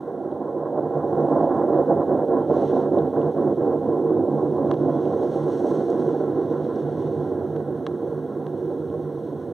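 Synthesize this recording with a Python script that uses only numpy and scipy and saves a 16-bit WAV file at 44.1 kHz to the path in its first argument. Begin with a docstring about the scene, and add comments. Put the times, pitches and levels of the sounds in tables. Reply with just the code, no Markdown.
"""One hears wet laundry churning round close by, a short lull once a turn, under hiss, ticks and squeaks.
A front-loading washing machine slows evenly from about six to two turns a second.
Noise and impacts of laundry and water excite the tub's hollow modes; slaps add brief bursts.
Filtered splashes make spray on the door glass, damped sines its ticks, and wavering sines wet squeaks.
"""
import sys
import numpy as np
from scipy import signal
from scipy.fft import rfft, irfft
from scipy.io import wavfile
from scipy.ndimage import uniform_filter1d

SR = 44100
rng = np.random.default_rng(int(sys.argv[2]) if len(sys.argv) > 2 else 0)


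def wav_out(sig):
    """Save sig, one row per channel (or a flat mono array), as 16-bit PCM at SR to the path in sys.argv[1]."""
    wavfile.write(sys.argv[1], SR, np.round(np.clip(np.atleast_2d(sig).T, -1, 1) * 32767).astype(np.int16))


N = 420273
TIME = np.arange(N) / SR
FREQS = np.fft.rfftfreq(N, 1 / SR)

START_TURNS_PER_S, SLOWING_PER_S2 = 5.829, 0.4108
SPEED = START_TURNS_PER_S - SLOWING_PER_S2 * TIME  # turns a second


def gain_of(db):
    """Decibel law: 20 dB is a factor of ten in amplitude."""
    return 10 ** (np.asarray(db) / 20)


def evened(x):
    """Normalisation: scales a signal to rms 1."""
    return x / np.sqrt(np.mean(x ** 2) + 1e-20)


def colour(points):
    """Spectral envelope: (Hz, dB) points joined over log frequency, as an amplitude gain."""
    hz, db = np.transpose(points)
    return gain_of(np.interp(np.log(FREQS + 1), np.log(hz + 1), db))


def filtered(x, gain):
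    """Linear filtering: multiplies the spectrum by a gain per frequency."""
    return irfft(rfft(x) * gain, N)


def curve(rows, column=1):
    """Linear interpolation: one column of a table joined by straight lines in time."""
    rows = np.asarray(rows)
    return np.interp(TIME, rows[:, 0], rows[:, column])


def flutter(rate_hz):
    """Low-pass noise: a slow random swing of rms 1, up to about the given rate."""
    return evened(filtered(rng.standard_normal(N), np.exp(-(FREQS / rate_hz) ** 2)))


def splashes(per_s, spread_db, share):
    """Shot noise: separate impacts of unequal size, mixed by power share with steady flow noise."""
    size = gain_of(spread_db * np.minimum(rng.exponential(1, N), 4))
    sign = rng.choice([-1., 1.], N)
    struck = rng.random(N) < per_s / SR
    impacts = evened(size * sign * struck)
    share = np.clip(share, 0, 1)
    return np.sqrt(share) * impacts + np.sqrt(1 - share) * rng.standard_normal(N)


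def summed_db(levels):
    """Power addition: joint level of uncorrelated sounds."""
    power = sum(gain_of(db) ** 2 for db in levels)
    return 10 * np.log10(power + 1e-20)


def comb(spacing_hz, depth, onset_hz=2200):
    """Comb filtering: evenly spaced treble notches; a negative depth gives peaks there."""
    ramp = np.clip(2 * FREQS / onset_hz - 1, 0, 1) ** 4  # from none at half the onset to full
    depth = np.clip(depth, -.99, .99)
    return np.sqrt(1 - depth * ramp * np.cos(2 * np.pi * FREQS / spacing_hz))


# Spectrum of the background hiss. Each row: frequency in Hz, relative density in dB per Hz.
HISS_COLOUR = [(25, 4.5), (60, 4.5), (100, 8.5), (1000, 8), (3500, 4), (6000, -4.5), (8500, -3.5),
               (11000, -3.5), (16000, -5.5)]
# Course of the background hiss. Each row: time in seconds, level in dB.
HISS = [(0, -70.5), (.6, -70.5), (1.3, -66), (5, -66), (9.53, -65.5)]


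def hiss():
    """Broadband noise: a smooth hiss behind everything, shaped in spectrum and level."""
    return evened(filtered(rng.standard_normal(N), colour(HISS_COLOUR))) * gain_of(curve(HISS))


# How lopsided the load lies. Each row: time in seconds, lull depth in dB before each layer's scaling.
LOPSIDED = [(0, 2), (1.5, 2), (1.9, 4), (2.28, 11.5), (2.72, 2.5), (3.15, 8.5), (4.5, 3), (5.2, 2),
            (9.53, -1)]
FIRST_LULL_S = 0.2
LULL_S, LULL_SHARPENS_S_PER_DB = 0.038, 0.0012  # a deeper lull is shorter


def lulls(stretch, lead_s, depth, extra_db, pickup=1.3):
    """Periodic modulation in dB: once a turn the load leaves the wall, then is picked up faster."""
    turns = np.cumsum(SPEED) / SR
    turns = turns - np.interp(FIRST_LULL_S, TIME, turns)
    deep_db = curve(LOPSIDED)
    length = stretch * np.maximum(LULL_S - LULL_SHARPENS_S_PER_DB * deep_db, .01)
    since_lull_s = (turns - np.round(turns)) / SPEED + lead_s
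    u = since_lull_s / length
    dips = (depth * deep_db + extra_db) * np.exp(-np.where(u > 0, pickup * u, u) ** 2)
    # the local mean power over a third of a second is held level
    return -dips - 10 * np.log10(uniform_filter1d(10 ** (-dips / 10), size=SR // 3))


# Drive of the tub's bass, low and middle modes before trims. Each row: time in seconds,
# rumble level in dB, churning level in dB, sloshing level in dB.
LOAD = [(0.0, -48.5, -32.5, -37), (0.7, -40.0, -28, -31.0), (1.35, -33.5, -21.5, -23.5),
        (2.3, -37, -22.0, -27.5), (2.95, -35, -22, -29), (3.8, -35, -22, -31), (4.9, -33.0, -22, -30.5),
        (5.4, -36.5, -24.0, -32.5), (5.9, -37.0, -22.5, -32.5), (6.45, -38.5, -23.5, -34),
        (7.05, -33.5, -25.5, -36.0), (7.7, -36.0, -28, -39), (8.35, -40, -29, -39), (8.85, -36.5, -29, -41),
        (9.53, -38, -31, -42.0)]
# Thin wash of the tub's highest modes. Each row: time in seconds, level in dB.
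WASH = [(0, -58), (.6, -58.8), (1.4, -49.7), (3.1, -52.8), (4.3, -57.6), (5.8, -52), (7, -54.7),
        (9.53, -60.6)]
RUMBLE_TRIM_DB, CHURN_TRIM_DB, SLOSH_TRIM_DB = 0.28, 0.01, -0.46
SWISH_DB, SWISH_DB_PER_TURN = -15, 0.8  # against untrimmed sloshing; gain per turn a second lost


def drive_levels():
    """Excitation levels in dB: rumble, churning, sloshing, swish and thin wash."""
    rumble, churning, sloshing = (curve(LOAD, column=k) for k in range(1, 4))
    swish = sloshing + SWISH_DB + SWISH_DB_PER_TURN * (START_TURNS_PER_S - SPEED)
    return [rumble + RUMBLE_TRIM_DB, churning + CHURN_TRIM_DB, sloshing + SLOSH_TRIM_DB,
            swish, curve(WASH)]


# Hollow modes of tub, drum and cabinet. Each row: frequency in Hz, width in Hz between
# the points 9 dB down, relative peak level in dB.
TUB_MODES = [(88.3, 9.5, -17), (104.6, 29, -15.5), (149.7, 30.5, -5), (214.5, 47, -9), (270.1, 56, -4.5),
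             (320, 70, -4), (366.1, 77, -0.56), (400, 22, -13.5), (459.4, 22, -1), (449, 52, -7.5),
             (482.8, 45, -4.5), (538.5, 46, -4.5), (567.7, 38, -6.5), (602.3, 26, -4.5), (683.7, 74, -7.5),
             (782.3, 132, -10.5), (885, 130, -21), (1012.4, 96, -17.5), (1083, 71, -21), (1120, 260, -31),
             (1359, 167, -32), (1480, 62, -32), (1614, 200, -38), (1560, 34, -38.5), (1670, 81, -45),
             (1845, 540, -48.0)]


def tub(low, high):
    """Modal superposition: adds the powers of the resonances between two frequencies."""
    power = sum(gain_of(db) ** 2 / (1 + (2 * (FREQS - hz) / width) ** 2) ** 3
                for hz, width, db in TUB_MODES if low <= hz < high)
    return np.sqrt(power)


# Borders between the five groups of modes: a plain list of frequencies in Hz.
GROUP_EDGES_HZ = [0, 185, 520, 930, 1280, 4000]


def drum(levels_db):
    """Forced resonance: laundry and water drive the modes; all but the rumble share splashes."""
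    slosh, spatter, slap = flutter(rate_hz=45), flutter(rate_hz=32), slaps()
    water = splashes(per_s=900, spread_db=2.0, share=0.39)
    drives = [rng.standard_normal(N), water, water, water, water]
    sweep = lulls(stretch=0.97, lead_s=0, depth=0.84, extra_db=0.93)
    # the rumble swings more broadly; the higher modes also flutter and slap
    swings = [lulls(stretch=1.2, lead_s=0.0033, depth=0.56, extra_db=0.5),
              0.89 * sweep + 0.85 * slosh + 0.72 * slap - .3,
              0.86 * sweep + 1.9 * slosh + 1.1 * slap - .3,
              1.6 * sweep + 1.9 * spatter + 0.33 * slap - .3,
              1.1 * sweep + 0.89 * spatter + .4 * slap - .3]
    out = np.zeros(N)
    for k, (drive, swing_db) in enumerate(zip(drives, swings)):
        modes = tub(GROUP_EDGES_HZ[k], GROUP_EDGES_HZ[k + 1])
        ring = evened(filtered(drive, modes))
        out += ring * gain_of(levels_db[k] + swing_db)
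    return out


# Faint diffuse answer of the room. Each row: frequency in Hz, level in dB against the direct sound.
ROOM = [(60, -31.5), (300, -30), (700, -26.5), (1100, -21.5), (1500, -9.5), (2200, -14.5)]


def room(x, t60=.25):
    """Reverberation: an exponentially decaying noise tail (60 dB in t60), opposite left and right."""
    tail = rng.standard_normal(N) * gain_of(-60 * np.minimum(TIME / t60, 4))
    wet = filtered(x, rfft(tail / np.linalg.norm(tail)) * colour(ROOM))
    return np.array([wet, -wet])


# Gushes of water on the glass. Each row: start in seconds, end in seconds, level in dB,
# extra treble in dB, soft edge in seconds.
GUSHES = [(1.15, 1.7, -74, -1.5, 0.092), (2.53, 2.82, -59.5, -3.5, 0.019), (2.95, 3.55, -70.5, -2, 0.052),
          (4.71, 7.2, -65.2, -2.5, .06), (5.22, 6.08, -63, 3.2, .06), (5.58, 5.76, -64, 7, .02)]
MIST_DB, MIST_TREBLE_DB = -6.5, 1.5  # mist against the background hiss; its treble against its body


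def spray_levels():
    """Power addition of a steady mist and gushes that swell, hold and ebb: body and treble in dB."""
    mist = curve(HISS) + MIST_DB
    body, treble = [mist], [mist + MIST_TREBLE_DB]
    for start, end, db, treble_db, edge_s in GUSHES:
        outside = np.maximum(start - TIME, TIME - end) / edge_s
        gush = db - 10 * np.log10(1 + np.exp(np.minimum(outside, 20)))
        body.append(gush)
        treble.append(gush + treble_db)
    return summed_db(body), summed_db(treble)


# Spectrum of the spray before its treble is set. Each row: frequency in Hz, relative density in dB per Hz.
SPRAY_COLOUR = [(900, -16.5), (2000, 2.5), (3300, 0.5), (6000, -4.5), (8500, -11.5), (11000, -20),
                (16000, -26)]


def spray(body_db, treble_db):
    """Shot noise of fine drops on the door glass: body and treble, split near 5 kHz, set apart."""
    drops = evened(filtered(splashes(per_s=470, spread_db=2.0, share=0.16), colour(SPRAY_COLOUR)))
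    dull = filtered(drops, 1 / (1 + (FREQS / 5000) ** 8))
    bright = drops - dull
    unsteady = gain_of(1.3 * flutter(rate_hz=15))
    return (dull * gain_of(body_db) + bright * gain_of(treble_db)) * unsteady


def knock(s, hz, ring_s):
    """Damped oscillation: a sine that starts at s and decays by a factor e in ring_s."""
    t = np.clip(TIME - s, 0, 30 * ring_s)
    return -np.sin(2 * np.pi * hz * t) * np.exp(-t / ring_s)


# Ticks on the door glass. Each row: start in seconds, level in dB before the door's response,
# pitch in Hz, ring in seconds, amplitude share that bounces back.
TICKS = [(.3073, -63, 3500, .0005, .6), (.3165, -55, 3200, 0.00043, 0.64), (1.2078, -47, 6000, 0.00022, .3),
         (2.9872, -44, 3600, .0005, 0.18), (3.2157, -46.5, 2830, 0.0011, 0.18),
         (4.714, -13, 1150, 0.00056, 0.34), (4.7400, -28, 1390, 0.00032, 0.94),
         (4.7730, -50, 3400, .0003, .2), (5.0550, -38, 2400, .0004, .3), (5.9027, -36, 6500, 0.00023, 0.27),
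         (6.6452, -46, 4000, 0.00027, .5), (6.7600, -45, 5500, .0003, .3),
         (7.564, -30.5, 1500, 0.00052, 0.3), (7.8665, -11.5, 1200, .0003, 0.59),
         (7.8720, -26, 1100, .0004, .1), (8.4674, -27.5, 1480, 0.00043, 0.23),
         (8.9007, -48, 2980, 0.00031, .3)]
# How the struck door radiates. Each row: frequency in Hz, gain in dB.
DOOR = [(40, -38), (250, -10.5), (600, -4), (1100, 2), (1500, -2), (2000, -3.5), (2900, 4.5), (4000, 4.5),
        (6500, -1), (12000, -6.5)]


def ticks(bounce_s=.0018):
    """Impact and radiation: buttons or zips strike the door glass and bounce once."""
    out = np.zeros(N)
    for s, db, hz, ring_s, back in TICKS:
        strike = knock(s, hz, ring_s)
        bounce = back * knock(s + bounce_s, hz, ring_s)
        out += gain_of(db) * (strike + bounce)
    return filtered(out, colour(DOOR))


# Wet folds slap the tub as they are picked up. 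Each row: start in seconds, extra level in dB
# before the rise, fade and each layer's scaling, fade in seconds.
SLAPS = [(.78, 4.5, 0.025), (1.784, 6, .02), (1.877, 4, 0.057), (2.298, 4, 0.035), (2.496, 8, 0.024),
         (2.705, 3.5, 0.014), (2.963, 8.5, 0.023), (3.606, 7, 0.018), (5.635, 5, 0.059), (7.681, 7, 0.033),
         (8.70, 8, 0.03)]


def slaps(rise_s=0.004):
    """Transient excitation: bursts in dB with a quick exponential rise and a Gaussian fade."""
    out = np.zeros(N)
    t = np.arange(SR // 2) / SR
    for s, db, fade_s in SLAPS:
        part = out[round(s * SR):][:len(t)]  # a view: adding to it fills out
        burst = db * (1 - np.exp(-t / rise_s)) * np.exp(-(t / fade_s) ** 2)
        part += burst[:len(part)]
    return out


# Faint squeaks of wet rubber. Each row: start in seconds, length in seconds, mean pitch in Hz,
# peak level in dB.
SQUEAKS = [(2.358, .15, 3180, -72), (4.902, .1, 3370, -66)]


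def squeaks(waver_hz=20):
    """Frequency modulation: wet cloth rubs the door seal, a wavering tone that swells and fades."""
    waver = waver_hz * flutter(rate_hz=60)
    out = np.zeros(N)
    for s, length_s, hz, db in SQUEAKS:
        swell = np.sin(np.pi * np.clip((TIME - s) / length_s, 0, 1))
        tone = np.sin(2 * np.pi * np.cumsum(hz + waver) / SR)
        out += gain_of(db) * swell * tone
    return out


# Stereo balance of the machine. Each row: frequency in Hz, right over left in dB.
LEAN = [(60, 3), (300, 3.5), (700, 3.5), (1150, 2.5), (1500, -1), (1900, -6.5), (2700, 5), (4000, 1),
        (8000, 5.5), (15000, 1.5)]


def scene():
    """Superposition: sources add, balanced by level difference, and the room answers the drum."""
    turning = drum(drive_levels())
    machine = turning + spray(*spray_levels()) + hiss() + ticks() + squeaks()
    lean = colour(LEAN)
    left = filtered(machine, 2 / (1 + lean))
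    right = filtered(machine, 2 * lean / (1 + lean))
    return np.array([left, right]) + room(turning)


# Spectrum of the microphone's own hiss before combing. Each row: frequency in Hz,
# relative density in dB per Hz.
OWN_HISS_COLOUR = [(60, 15.5), (400, 9.5), (1500, 5.5), (2500, 0.5), (3500, -2), (6000, -4.5),
                   (10000, -1.5), (16000, -2)]
EDGE_HZ = 15800  # upper limit of the sound


def record(dry, own_noise_db=-72):
    """Comb filtering: the microphone notches each channel differently; its opposed hiss fills them."""
    own_colour = colour(OWN_HISS_COLOUR) * comb(spacing_hz=2455, depth=-.85)
    own = evened(filtered(rng.standard_normal(N), own_colour))
    own *= gain_of(own_noise_db) * evened(gain_of(curve(HISS)))  # follows the background hiss
    left = filtered(dry[0], comb(spacing_hz=2530, depth=0.93)) + own
    right = filtered(dry[1], comb(spacing_hz=2382, depth=0.93)) - own
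    edge = signal.firwin(511, EDGE_HZ, window=("kaiser", 9), fs=SR)
    ends = signal.windows.tukey(N, .002)  # short fades at both ends
    return signal.oaconvolve(np.array([left, right]) * ends, edge[None], "same")


dry = scene()
out = record(dry)
wav_out(out)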